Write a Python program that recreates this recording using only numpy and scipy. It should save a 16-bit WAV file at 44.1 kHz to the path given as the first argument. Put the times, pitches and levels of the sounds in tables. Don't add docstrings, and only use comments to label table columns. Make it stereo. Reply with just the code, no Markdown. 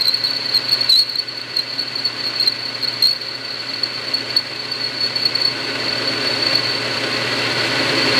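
import sys
import numpy as np
from scipy import signal
from scipy.fft import rfft, irfft
from scipy.io import wavfile
from scipy.ndimage import uniform_filter1d

SR = 44100
rng = np.random.default_rng(int(sys.argv[2]) if len(sys.argv) > 2 else 0)


def log_audio(samples):
    frames = np.atleast_2d(samples).T
    limited = np.clip(frames, -1, 1)
    pcm = np.round(limited * 32767).astype(np.int16)
    wavfile.write(sys.argv[1], SR, pcm)


N = 361179
TIME = np.arange(N) / SR
FREQS = np.fft.rfftfreq(N, 1 / SR)
SPINDLE_HZ, BELT_HZ = 10.49, 6.7

# start and length in seconds, level in dB, pitch in Hz, slip count.
SHORT_SQUEALS = [(0.007, 0.017, 4, 4170, 2), (0.053, 0.0072, 3, 4280, 1), (0.07, 0.029, 5.5, 4140, 3),
                 (0.137, 0.018, 4, 4377, 1), (0.237, 0.025, 1.5, 4310, 3), (0.545, 0.035, 4, 4206, 4),
                 (0.692, 0.006, 0.5, 4240, 1), (0.717, 0.029, 4, 4325, 3), (0.804, 0.021, -0.5, 4360, 1),
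                 (1.093, 0.01, 1.5, 4377, 1), (1.154, 0.01, 2.5, 4176, 1), (1.182, 0.024, 4.5, 4410, 1),
                 (1.28, 0.02, -4, 4420, 1), (1.371, 0.016, -4.5, 4450, 1), (1.565, 0.012, 4.5, 4300, 1),
                 (1.582, 0.023, 3, 4200, 1), (1.788, 0.017, 0.8, 4420, 1), (1.952, 0.016, -2, 4430, 1),
                 (2.043, 0.03, 0, 4430, 1), (2.251, 0.042, -3.5, 4290, 4), (2.398, 0.017, 2, 4280, 2),
                 (2.424, 0.012, -0.5, 4405, 1), (2.464, 0.006, -3, 4070, 1), (2.471, 0.0195, 6, 4185, 1),
                 (2.518, 0.014, -3, 4414, 1), (2.824, 0.03, -1.5, 4280, 4), (2.88, 0.009, 1, 4387, 1),
                 (3.022, 0.057, 8, 4240, 4), (3.076, 0.063, 2.5, 4400, 4), (3.831, 0.013, 4, 4392, 1),
                 (4.134, 0.026, 0, 4390, 1), (4.363, 0.01798, 7, 4406, 1), (4.382, 0.019, 0, 4420, 1),
                 (4.711, 0.021, -3.5, 4490, 1), (4.804, 0.081, -5, 4410, 3), (4.994, 0.09, -4.5, 4410, 3),
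                 (5.154, 0.021, -2.5, 4424, 1), (5.249, 0.021, 1.5, 4370, 1), (5.35, 0.013, 1.5, 4404, 1),
                 (5.412, 0.016, -1.4, 4450, 1), (5.446, 0.017, 0.95, 4410, 1),
                 (5.466, 0.027, -3.5, 4410, 1), (6.269, 0.01, -6.5, 4360, 1), (6.419, 0.021, -7.5, 4480, 1),
                 (6.553, 0.009, -0.5, 4402, 1)]


def amp(db):
    return 10 ** (np.asarray(db) / 20)


def unit(x):
    return x / np.sqrt(np.mean(abs(x) ** 2) + 1e-20)


def curve(rows, column=1):
    rows = np.asarray(rows)
    return np.interp(TIME, rows[:, 0], rows[:, column])


def spectrum(points):
    hz, db = np.transpose(points)
    return np.interp(np.log(FREQS + 1), np.log(hz), db)


def colour(x, db):
    return unit(irfft(rfft(x) * amp(db), N))


def drift(rate_hz):
    size = int(rate_hz * N / SR) + 2
    return unit(irfft(rfft(rng.standard_normal(N))[:size], N))


def phase_of(hz):
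    return 2 * np.pi * np.cumsum(hz) / SR


def repeating(pattern, turn_hz):
    return pattern[(TIME % (1 / turn_hz) * SR).astype(int)]


def drive(whirr_db=-16.0, repeat_share=0.44, repeat_edge_hz=800, flicker_db=0.79, waver=0.3):
    # frequency in Hz, relative level in dB.
    whirr = [(25, -38), (55, -15), (100, -9), (135, 1), (195, -9.5), (280, -2), (430, 3), (740, -5),
             (1050, -2.5), (2700, -3.5), (4500, -4.5), (5600, -16.5), (8000, -20), (15000, -38.5)]
    # centre and width in Hz, lift in dB.
    resonances = [(475.4, 28, -10), (598, 75, 3), (957, 23, 3), (1488, 54, 3.5), (1635, 22, 6.5),
                  (1760, 48, 4), (2005, 110, 7.5), (2168, 37, 8), (2304.7, 30, 6), (2370, 65, 3.5),
                  (2584, 64.5, 6.5), (2732, 130, 6), (3084, 27, 7), (3590, 54, -6), (4206, 83, 11)]
    # pitch in Hz, level in dB before the growl's lift, wander in Hz.
    tones = [(120.1, -31, 0.096), (240.3, -34.5, 0.15), (270.6, -31.5, 1.44), (327, -38, 3.2),
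             (420.3, -36, 2.5), (536, -33, 0.96), (602, -40, 1.1), (678, -45.5, 0.93), (1066, -38, 3.04),
             (1372, -40.5, 1.85), (1467, -36, 4.05), (1489, -35, 4.1), (1516, -35.5, 1.9),
             (1875, -39, 1.93), (1954, -35.5, 3.76)]
    # time in seconds, lift in dB.
    growl_lift = [(0, -2.5), (1.5, -0.5), (2.3, -1), (3.2, -0.5), (4.8, -0.3), (5.7, 2.5), (6.3, 2),
                  (6.9, 1.2), (8.19, 2)]
    lift_db = sum(db * np.exp2(-(2 * (FREQS - hz) / width) ** 2) for hz, width, db in resonances)
    belt, spindle, loose = rng.standard_normal((3, N))
    turning = unit(repeating(belt, BELT_HZ) + 0.72 * repeating(spindle, SPINDLE_HZ))
    share = repeat_share / (1 + (FREQS / repeat_edge_hz) ** 2)
    rolling = irfft(rfft(turning) * np.sqrt(share) + rfft(loose) * np.sqrt(1 - share), N)
    sound = amp(whirr_db + flicker_db * drift(45)) * colour(rolling, spectrum(whirr) + lift_db)
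    for hz, db, wander in tones:
        unsteady = 1 + waver * min(wander, 2) * drift(9)
        sound += amp(db) * unsteady * np.sqrt(2) * np.sin(phase_of(hz + wander * drift(9.75)))
    growl = irfft(rfft(sound) / (1 + ((FREQS - 440) / 190) ** 4), N)
    return sound + (amp(curve(growl_lift)) - 1) * growl


def cutting_level(surge_hz=4.67, surge_db=2, jaw_db=0.46, snag_db=4.0, rest_db=-3.0,
                  grab_s=0.014, release_s=0.035, full_squeal_db=5.0, ceiling_db=-6.0):
    # time in seconds, rubbing level in dB.
    course = [(0.0, -7), (0.42, -9.5), (0.62, -12), (1.1, -10.5), (1.46, -17), (1.7, -10.5), (1.95, -15.5),
              (2.35, -12), (2.75, -15), (3.15, -10.5), (3.4, -15), (4.7, -16.5), (5.44, -13), (5.62, -21),
              (5.9, -17.5), (6.2, -19), (6.68, -14.5), (6.9, -23), (7.75, -26), (8.19, -19)]
    surge = np.cos(2 * np.pi * surge_hz * (TIME - 0.086))
    jaws = np.cos(2 * np.pi * 3 * SPINDLE_HZ * (TIME - 0.015))
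    t = TIME[::100]
    start, length, db, _, _ = np.transpose(SHORT_SQUEALS)[:, :, None]
    strength = np.minimum(amp(db - full_squeal_db), 1)
    late = t - start - length / 2
    snag = strength / (1 + (late / np.where(late < 0, grab_s, release_s)) ** 2)
    rest = strength / (1 + ((t - start - length - 0.055) / 0.02) ** 2)
    drag_db = np.interp(TIME, t, snag_db * snag.max(0) + rest_db * rest.max(0))
    level_db = curve(course) + surge_db * surge + jaw_db * jaws + drag_db
    return level_db - 10 * np.log10(1 + amp(level_db - ceiling_db) ** 2)


def overtones(phase, size, second_db, third_db, growth=0.27):
    partials = amp(second_db) * np.cos(2 * phase) + amp(third_db) * np.cos(3 * phase)
    return np.sqrt(2) * size ** (1 + growth) * partials


def ringing(cut_db, chatter, ring_db=1.2, turn_db=2.0, uneven_db=1.59, steadiness=0.1, sag_hz_per_db=2.5):
    # pitch and width in Hz, relative dB, extra dB per dB of cut.
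    modes = [(4020, 180, -18.5, 2.6), (4218, 68, -7.5, 2), (4472, 89, 2.5, 1.07), (4355, 330, -4.5, 0.5)]
    heavier_db = cut_db - cut_db.mean()
    motion = np.zeros(N, complex)
    for hz, width, db, growth in modes:
        mode = np.fft.ifft(rfft(rng.standard_normal(N)) / (1 + 2j * (FREQS - hz) / width) ** 2, N)
        evened = unit(mode / abs(mode) ** steadiness)
        motion += amp(db + growth * heavier_db) * evened
    motion /= np.sqrt(uniform_filter1d(abs(motion) ** 2, size=4000))
    runout = np.sqrt(2) * np.cos(2 * np.pi * (SPINDLE_HZ * TIME + rng.random()))
    load_db = turn_db * unit(.5 * runout + 2 * repeating(drift(70), SPINDLE_HZ)) + uneven_db * drift(50)
    motion *= np.exp(-1j * phase_of(sag_hz_per_db * (heavier_db + load_db)))
    level = amp(cut_db + ring_db + load_db)
    motion *= level / (1 + (chatter / level) ** 2)
    rough_phase = np.angle(motion) + 0.63 * drift(500)
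    edge = overtones(rough_phase, abs(motion), second_db=-29.5, third_db=-30.5, growth=0.71)
    return np.sqrt(2) * motion.real + edge, abs(motion)


def scrape(swing, scrape_db=-27.5, grain_db=4, growth=0.57):
    # frequency in Hz, relative level in dB.
    hiss = [(1500, -7), (3700, 9), (5200, 1.5), (6800, 1), (8500, -6), (9500, -10.5), (11500, 1),
            (12400, -13), (13100, -7), (13700, -22), (15000, -12)]
    grain = amp(scrape_db + grain_db * np.tanh(drift(500)))
    return grain * swing ** (1 + growth) * colour(rng.standard_normal(N), spectrum(hiss))


def squeal_slips(duty=0.66, ends_db=-3.5, ends_sharp_hz=80, jitter=0.079,
                 spread_db=0.5, spread_hz=25, spread_length_db=2.5):
    rows = []
    for start, length, db, hz, count in SHORT_SQUEALS:
        scatter = rng.standard_normal((count, 4)) * (count > 1)
        for k, (late, loud, high, long) in enumerate(scatter):
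            place = (k + .5 + jitter * late) / count
            outer = (2 * place - 1) ** 2
            rows.append((start + place * length,
                         db + ends_db * outer + spread_db * loud,
                         hz + ends_sharp_hz * outer + spread_hz * high,
                         duty * length / count * amp(spread_length_db * long)))
    return rows


def bursts(rows, sag=0.00816, slip_sag=0.04, slip_s=0.002, slip_lead=0.207, vary_db=3.0,
           ragged_db=1.78, ragged_hz=230, harsh_below_hz=4330, harsh_db_per_hz=0.008):
    sound, swing = np.zeros((2, N))
    grip = amp(-ragged_db * np.tanh(drift(ragged_hz)))
    scatter = np.clip(rng.standard_normal((len(rows), 4)), -2, 2)
    for (middle_s, db, hz, length_s), (early, strong, sharp, slow) in zip(rows, scatter):
        span = slice(max(int((middle_s - .04) * SR), 0), int((middle_s + .04) * SR))
        t = TIME[span] - middle_s
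        place = 2 * t / length_s
        size = amp(db) * np.exp2(-abs(place) ** 2.8) * grip[span]
        phase = phase_of(hz * (1 - sag * np.tanh(place)))
        edge = overtones(phase, size, second_db=-33.5, third_db=-46)
        slip = (t + length_s * (slip_lead + 0.047 * early)) / (slip_s * amp(2 * slow))
        fall = slip_sag * np.clip(slip + 0.2 * slip * abs(slip), -1, 3)
        slip_phase = phase_of(hz * (.985 + 0.0104 * sharp - fall))
        bite = np.exp2(-slip ** 2 * np.where(slip < 0, 2.5, .8))
        harsh_db = harsh_db_per_hz * (harsh_below_hz - hz)
        slip_size = amp(db + harsh_db + vary_db * strong) * bite
        chirp = overtones(slip_phase, slip_size, second_db=-27, third_db=-26)
        sound[span] += np.sqrt(2) * size * np.cos(phase) + chirp + edge
        swing[span] += size
    return sound, swing


def lesser_slips(cut_db, count=60, above_db=2.5, pitch_hz=4375, spread_hz=45, sag_hz_per_db=11,
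                 length_s=0.0046, shorten=0.31, crowding=1.7):
    chance = np.cumsum(amp(cut_db) ** crowding)
    at = np.searchsorted(chance, chance[-1] * (np.arange(count) + rng.random(count)) / count)
    _, high, long = rng.standard_normal((count, 3)).T
    heavier_db = cut_db[at] - cut_db.mean()
    pitches = pitch_hz - sag_hz_per_db * heavier_db + spread_hz * high
    lengths = length_s * amp(2 * long - shorten * heavier_db)
    return np.transpose([TIME[at], cut_db[at] + above_db, pitches, lengths])


def long_squeal(jitter_hz=45, slip_jitter=0.37):
    # time in seconds, level in dB, pitch in Hz.
    contour = [(0.885, -13, 3985), (0.901, 10, 4380), (0.912, 7, 4138), (0.928, 10.5, 4010),
               (0.94, 9.5, 4000), (0.962, 9.5, 4110), (0.969, 6, 4160), (0.977, 8.5, 4280),
               (0.989, 10.5, 4370), (1.002, 7.9, 4320), (1.012, 4, 4290), (1.037, -2, 4330)]
    inside = (TIME > contour[0][0]) & (TIME < contour[-1][0])
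    size = abs(uniform_filter1d(amp(curve(contour)) * inside, size=120))
    size *= amp(1 - 4.7 * abs(drift(105.6)))
    phase = phase_of(curve(contour, 2) + jitter_hz * drift(428))
    rough_phase = phase + slip_jitter * drift(1200)
    edge = overtones(rough_phase, size * amp(1.6 * drift(190)), second_db=-28.5, third_db=-32.5)
    return np.sqrt(2) * size * np.cos(phase) + edge, size


def workshop(x, wet_db=-18, t60_s=0.54, first_s=0.017):
    t = TIME[:SR // 3]
    taps = rng.standard_normal(len(t)) * (rng.random(len(t)) < .1)
    taps *= (t > first_s) * amp(-60 * t / t60_s)
    return x + amp(wet_db) * signal.fftconvolve(x, taps / np.linalg.norm(taps))[:N]


def scene():
    cut_db = cutting_level()
    short, short_swing = bursts(squeal_slips())
    long, long_swing = long_squeal()
    lesser, lesser_swing = bursts(lesser_slips(cut_db))
    squeal_swing = short_swing + long_swing
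    between = 1 / (1 + (squeal_swing / amp(cut_db)) ** 2)
    chatter = squeal_swing + between * lesser_swing
    ring, ring_swing = ringing(cut_db, chatter)
    tool = workshop(short + long + between * lesser + scrape(chatter + ring_swing)) + ring
    return np.tile(tool + drive(), (2, 1))


def record(dry, limit_db=-8.0, recovery_db_per_s=4.0, start_db=15.5, edge_hz=15100):
    power_db = 10 * np.log10(abs(uniform_filter1d(dry[0] ** 2, size=130)) + 1e-12)
    over_db = np.maximum(power_db - limit_db, 0)
    over_db[0] = start_db
    recovered_db = recovery_db_per_s * TIME
    held_db = np.maximum.accumulate(over_db + recovered_db) - recovered_db
    limited = dry * amp(-uniform_filter1d(held_db, size=60))
    lowpass = signal.firwin(601, edge_hz, window=("kaiser", 9), fs=SR)
    return signal.oaconvolve(limited, lowpass[None], "same", axes=1)


dry = scene()
out = record(dry)
log_audio(out)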